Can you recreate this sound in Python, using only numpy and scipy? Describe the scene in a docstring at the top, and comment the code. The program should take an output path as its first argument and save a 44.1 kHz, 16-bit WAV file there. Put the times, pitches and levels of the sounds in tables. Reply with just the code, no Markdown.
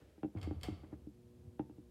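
"""Dull hollow knocks and soft low thumps, probably from handling, close to the microphone.
Among them a ceiling fan is switched on by its pull chain, in a quiet basement: the switch ticks as
the chain is drawn and snaps as it is let go, ringing its metal housing and the room.
The motor then hums faintly on the mains, over low rumble and hiss. One microphone, mono."""
import sys
import numpy as np
from scipy import signal
from scipy.fft import rfft, irfft
from scipy.io import wavfile

SR = 44100
rng = np.random.default_rng(int(sys.argv[2]) if len(sys.argv) > 2 else 0)


def dump(signal):
    """Clip the signal to [-1, 1] and save it as 16-bit WAV at the path in sys.argv[1]."""
    limited = np.clip(np.atleast_2d(signal).T, -1, 1)
    pcm = np.round(limited * 32767).astype(np.int16)
    wavfile.write(sys.argv[1], SR, pcm)


N = 83790
T = np.arange(N) / SR
BIN_HZ = np.arange(1, N // 2 + 2) * SR / N   # spectrum axis, one bin up to avoid 0 Hz


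def pull_switch():
    """The pawl snaps and rings, the basement answers, and the metal housing colours each click."""
    # ticks and snaps of the switch: (time [s], level [dB], treble tilt [dB per two octaves])
    clicks = [(.3605, -43, -10), (.372, -20.5, -20.5), (.385, -27, 0), (.4142, -13.5, -7),
              (.4286, -8.5, -4.5), (.6115, -17, -2.5), (.632, -1, -1)]
    # ring of the pawl: (frequency [Hz], level [dB], T60 [s])
    pawl_modes = [(1330, -54.5, 0.018), (3220, -46, 0.018), (4250, -43.5, .012), (4910, -51, 0.015),
                  (7220, -50.5, 0.02), (9200, -46, .008), (11270, -47, 0.009)]
    # resonances of the housing: (frequency [Hz], width [Hz], gain [dB])
    housing_modes = [(720, 35, 5.5), (1169, 50, 4), (1320, 120, -0.5), (2155, 72, 7), (2353, 12, -11),
                     (2616, 10, 3), (3040, 38, -2.5), (3200, 480, 2), (4555, 120, 9), (5260, 220, 0),
                     (7370, 200, 2.5), (8450, 170, 3), (11860, 400, 6)]
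    # the snap, heard direct: (frequency [Hz], density [dB])
    snap_spectrum = [(700, -15), (1300, 2), (2200, 10.5), (3200, 7.5), (3800, 5), (4700, 11.5),
                     (6200, -5.5), (7800, 9.5), (11500, -3), (15500, -11)]
    # the snap, back off the walls: (frequency [Hz], density [dB])
    room_spectrum = [(500, 5.5), (750, 3.5), (1600, -7), (2200, -3.5), (3300, -6.5), (4800, -8),
                     (6200, -15), (8000, -8.5), (11500, -17), (15500, -15)]
    # reverberation time of the basement: (frequency [Hz], T60 [s])
    room_t60s = [(500, 0.62), (1850, 0.69), (4880, 0.56), (8000, .34), (13000, 0.23)]
    hold_s, room_delay_s = 0.0024, 0.0052
    snap, early = noise(snap_spectrum), noise(room_spectrum)
    tail = from_db(-56) * noise(room_spectrum, room_t60s)
    burst = from_db(-48) * decay(t60=0.012, after_s=hold_s)
    pawl = sum(from_db(db) * decay(t60) * np.sin(2 * np.pi * hz * T) for hz, db, t60 in pawl_modes)
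    pawl *= ramp(hold_s / 2)
    out = 0
    for start_s, db, tilt_db in clicks:
        room = tail + from_db(-51.5) * fresh(early) * decay(t60=0.2)
        click = pawl + burst * fresh(snap) + delayed(room, room_delay_s)
        out += from_db(db) * delayed(tilted(click, tilt_db), start_s)
    return resonant(out, housing_modes)


def knocks():
    """Each close knock travels as a bending wave, treble first, rings a shell and is reflected once."""
    # contacts on the hollow shell: (time [s], level [dB], hardness [dB per octave])
    contacts = [(.012, -33, 3.5), (0.177, -23.5, 0), (0.2304, -4, 3.5), (0.2431, -2, -3),
                (0.285, -19.5, -5), (0.348, -10, -3), (0.3597, -12.5, -1), (0.4707, -6, -2.5),
                (.508, -5, 0.5), (0.682, -3, -2), (0.7228, -14, -8), (.8325, -18.5, 1.5), (0.9248, -11, -3),
                (1.068, -12.5, -10.5), (1.593, -1, 2), (1.6946, -18.5, 0.5), (1.7803, -17.5, -4.5)]
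    # the dull contact: (frequency [Hz], density [dB])
    contact_spectrum = [(40, -19), (100, 1.5), (300, -2.5), (750, -8), (1050, -21.5), (1600, -23),
                        (2100, -39.5), (3300, -38), (4000, -52), (6000, -89), (12000, -104)]
    # its woody edge: (frequency [Hz], density [dB])
    crack_spectrum = [(700, 13), (1100, 5.5), (1700, -1), (2050, -11), (2800, -7), (3500, -18), (4200, -30),
                      (6000, -39)]
    # resonances of the shell: (frequency [Hz], width [Hz], gain [dB])
    shell_modes = [(134.3, 9.2, 10.5), (204, 10.3, 18), (299.7, 35.5, 22), (356, 10, 6), (503, 14, -4.5),
                   (660, 110, -10), (794.2, 24, 12.5), (889, 6.7, 7.5), (1398, 64, -3), (1852, 15, 1),
                   (2308, 45, 10.5), (2687, 42, 10), (3520, 220, -5)]
    travel_s, reference_hz = 0.004914, 300   # the wave's travel time at this frequency
    phase_delay_s = 2 * travel_s * np.sqrt(reference_hz / BIN_HZ)
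    octaves_above = np.clip(np.log2(BIN_HZ / reference_hz), 0, 2)
    scatter, crack = noise(contact_spectrum), noise(crack_spectrum)
    out = 0
    for start_s, db, hard_db in contacts:
        gain = from_db(at_hz(contact_spectrum, BIN_HZ) + hard_db * octaves_above)
        pulse = irfft(gain * np.exp(-2j * np.pi * BIN_HZ * (start_s + phase_delay_s)), N)
        after_ring = from_db(-55 + hard_db) * fresh(scatter) * decay(t60=0.14) * ramp(2 * travel_s)
        edge = from_db(-53 + 2 * hard_db) * fresh(crack) * decay(t60=0.036) * ramp(travel_s / 2)
        out += from_db(db) * (pulse + delayed(after_ring + edge, start_s + travel_s / 2))
    shell = resonant(out, shell_modes)
    reflection = from_db(-13.5) * delayed(shell, seconds=0.0131)
    return shell + reflection


def thumps():
    """Soft pushes near the microphone swell a low resonance, which then dies away."""
    # soft pushes: (time [s], level [dB], pitch [Hz], rise [s])
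    pushes = [(.348, -49.5, 177.3, .008), (.358, -36, 100.8, 0.014), (0.417, -38.5, 89.2, 0.048),
              (0.466, -35.5, 88.3, 0.039), (0.503, -46.5, 80.9, 0.038), (.555, -38.5, 83.8, 0.017),
              (0.609, -45.5, 66.3, 0.051), (0.651, -44.5, 94.5, 0.059), (.71, -37.5, 90, 0.0092),
              (0.786, -50.5, 76, 0.036), (.927, -52, 126, 0.0057), (1.019, -55, 73.4, 0.037),
              (1.443, -53, 138.4, 0.0082), (1.469, -47, 98.6, 0.012), (1.599, -52.5, 110, 0.006),
              (1.782, -52, 119, 0.012)]
    hold_s = 0.0079
    out = 0
    for start_s, db, hz, rise_s in pushes:
        envelope = np.sin(np.pi / 2 * ramp(rise_s)) * decay(t60=0.12, after_s=rise_s + hold_s)
        out += delayed(from_db(db) * envelope * np.sin(2 * np.pi * hz * T), start_s)
    return out


def motor():
    """The fan overhead hums on even mains harmonics once the switch has closed; each wavers a little."""
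    # motor hum: (multiple of the mains frequency, level [dB])
    harmonics = [(2, -65.5), (4, -65.5), (6, -65), (8, -72.5), (10, -87)]
    mains_hz, waver_db = 60, 0.3
    knots = np.linspace(0, T[-1], 30)
    out = 0
    for order, db in harmonics:
        waver = np.interp(T, knots, rng.standard_normal(len(knots)))
        cycles = order * mains_hz * T + rng.random()
        out += from_db(db + waver_db * waver) * np.sin(2 * np.pi * cycles)
    return out * ramp(rise_s=0.63, after_s=0.63)


def scuffs():
    """Something being handled gives short swells of dull friction noise."""
    # brief rubs: (time [s], length [s], level [dB])
    rubs = [(.008, 0.031, -68), (0.359, 0.038, -58.5), (0.829, 0.026, -63), (.915, 0.036, -61.5)]
    # friction noise: (frequency [Hz], density [dB])
    friction_spectrum = [(250, 2.5), (450, 6), (800, -3), (1500, -4), (2100, -12), (3200, -24.5),
                         (5000, -36)]
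    swells = sum(from_db(db) * np.sin(np.pi * ramp(length_s, start_s)) for start_s, length_s, db in rubs)
    return swells * noise(friction_spectrum)


def room_tone():
    """The basement behind it all: uneven low rumble, steady hiss and a fading rustle."""
    # rise and fall of the rumble: (time [s], level [dB])
    rumble_levels = [(0, -58), (.16, -69.5), (.33, -64), (.42, -51), (.75, -58.5), (.9, -55), (1.13, -64.5),
                     (1.25, -64), (1.4, -61), (1.9, -64.5)]
    # low rumble: (frequency [Hz], density [dB])
    rumble_spectrum = [(30, -24.5), (48, -21.5), (68, -1), (100, -8.5), (150, -9.5), (300, -17.5),
                       (500, -23), (800, -34), (1500, -46)]
    # broad hiss: (frequency [Hz], density [dB])
    hiss_spectrum = [(100, 9.5), (400, 4.5), (800, 7), (1500, 2.5), (3000, 1.5), (6000, -2), (12000, -3.5),
                     (16000, -12.5)]
    # faint rustle: (frequency [Hz], density [dB])
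    rustle_spectrum = [(250, 4.5), (500, 21.5), (800, -11), (1600, 1.5), (3300, -5.5), (4800, -11)]
    rumble = from_db(np.interp(T, *np.transpose(rumble_levels))) * noise(rumble_spectrum)
    hiss = from_db(-79.5) * noise(hiss_spectrum)
    rustle = from_db(-67.5) * decay(t60=1.7) * noise(rustle_spectrum)
    return rumble + hiss + rustle


def from_db(db):
    """Decibels to gain."""
    return 10 ** (np.asarray(db) / 20)


def at_hz(points, hz):
    """Read a table on a log-frequency axis."""
    frequencies, values = np.transpose(points)
    return np.interp(np.log(hz), np.log(frequencies), values)


def ramp(rise_s, after_s=0):
    """Wait, then rise in a straight line from 0 to 1."""
    return np.clip((T - after_s) / rise_s, 0, 1)


def decay(t60, after_s=0):
    """Hold at 1, then fall 60 dB every t60 seconds."""
    return from_db(-60 * np.clip((T - after_s) / t60, 0, 5))


def delayed(x, seconds):
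    """Shift a sound later."""
    return np.interp(T - seconds, T, x, left=0)


def noise(spectrum, t60s=None):
    """Third-octave noise bands that sum to unit rms; given t60s, each then dies at its own rate."""
    white = rng.standard_normal((2, N))
    edges_hz = 20 * 2 ** (np.arange(30) / 3)
    steady, out = 0, 0
    for k, (low, high) in enumerate(zip(edges_hz, edges_hz[1:])):
        hz = np.sqrt(low * high)
        bandpass = signal.butter(2, [low, high], "band", fs=SR, output="sos")
        roll_off = min(1, hz / spectrum[0][0], spectrum[-1][0] / hz) ** 2   # past the table's ends
        band = from_db(at_hz(spectrum, hz)) * roll_off * signal.sosfilt(bandpass, white[k % 2])
        steady += band
        out += band * decay(at_hz(t60s, hz)) if t60s else band
    return out / np.std(steady)


def fresh(x):
    """Another stretch of the same steady noise."""
    return np.roll(x, rng.integers(N))


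def tilted(x, tilt_db, pivot_hz=3000):
    """Tip the treble against the bass by tilt_db per two octaves around a pivot."""
    octaves = np.clip(np.log2(BIN_HZ / pivot_hz), -1, 2)
    return irfft(rfft(x) * from_db(tilt_db / 2 * octaves), N)


def resonant(x, modes):
    """A body adds the ring of each of its resonances to the sound that drives it."""
    out = x
    for hz, width_hz, db in modes:
        radius = np.exp(-np.pi * width_hz / SR)
        feedback = [1, -2 * radius * np.cos(2 * np.pi * hz / SR), radius ** 2]
        ring = (1 - radius ** 2) / 2 * signal.lfilter([1, 0, -1], feedback, x + 1e-18)
        out = out + from_db(db) * ring
    return out


def scene():
    """All sources at one microphone in the basement."""
    return (pull_switch() + knocks() + thumps() + motor() + room_tone() + scuffs())[None]


def record(dry):
    """A low cut at 42 Hz and a steep high cut at 15.9 kHz on the microphone."""
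    low_cut = signal.butter(4, 42, "high", fs=SR, output="sos")
    high_cut = signal.ellip(10, 0.1, 70, 15900, fs=SR, output="sos")
    return signal.sosfilt(high_cut, signal.sosfilt(low_cut, dry))


dry = scene()
out = record(dry)
dump(out)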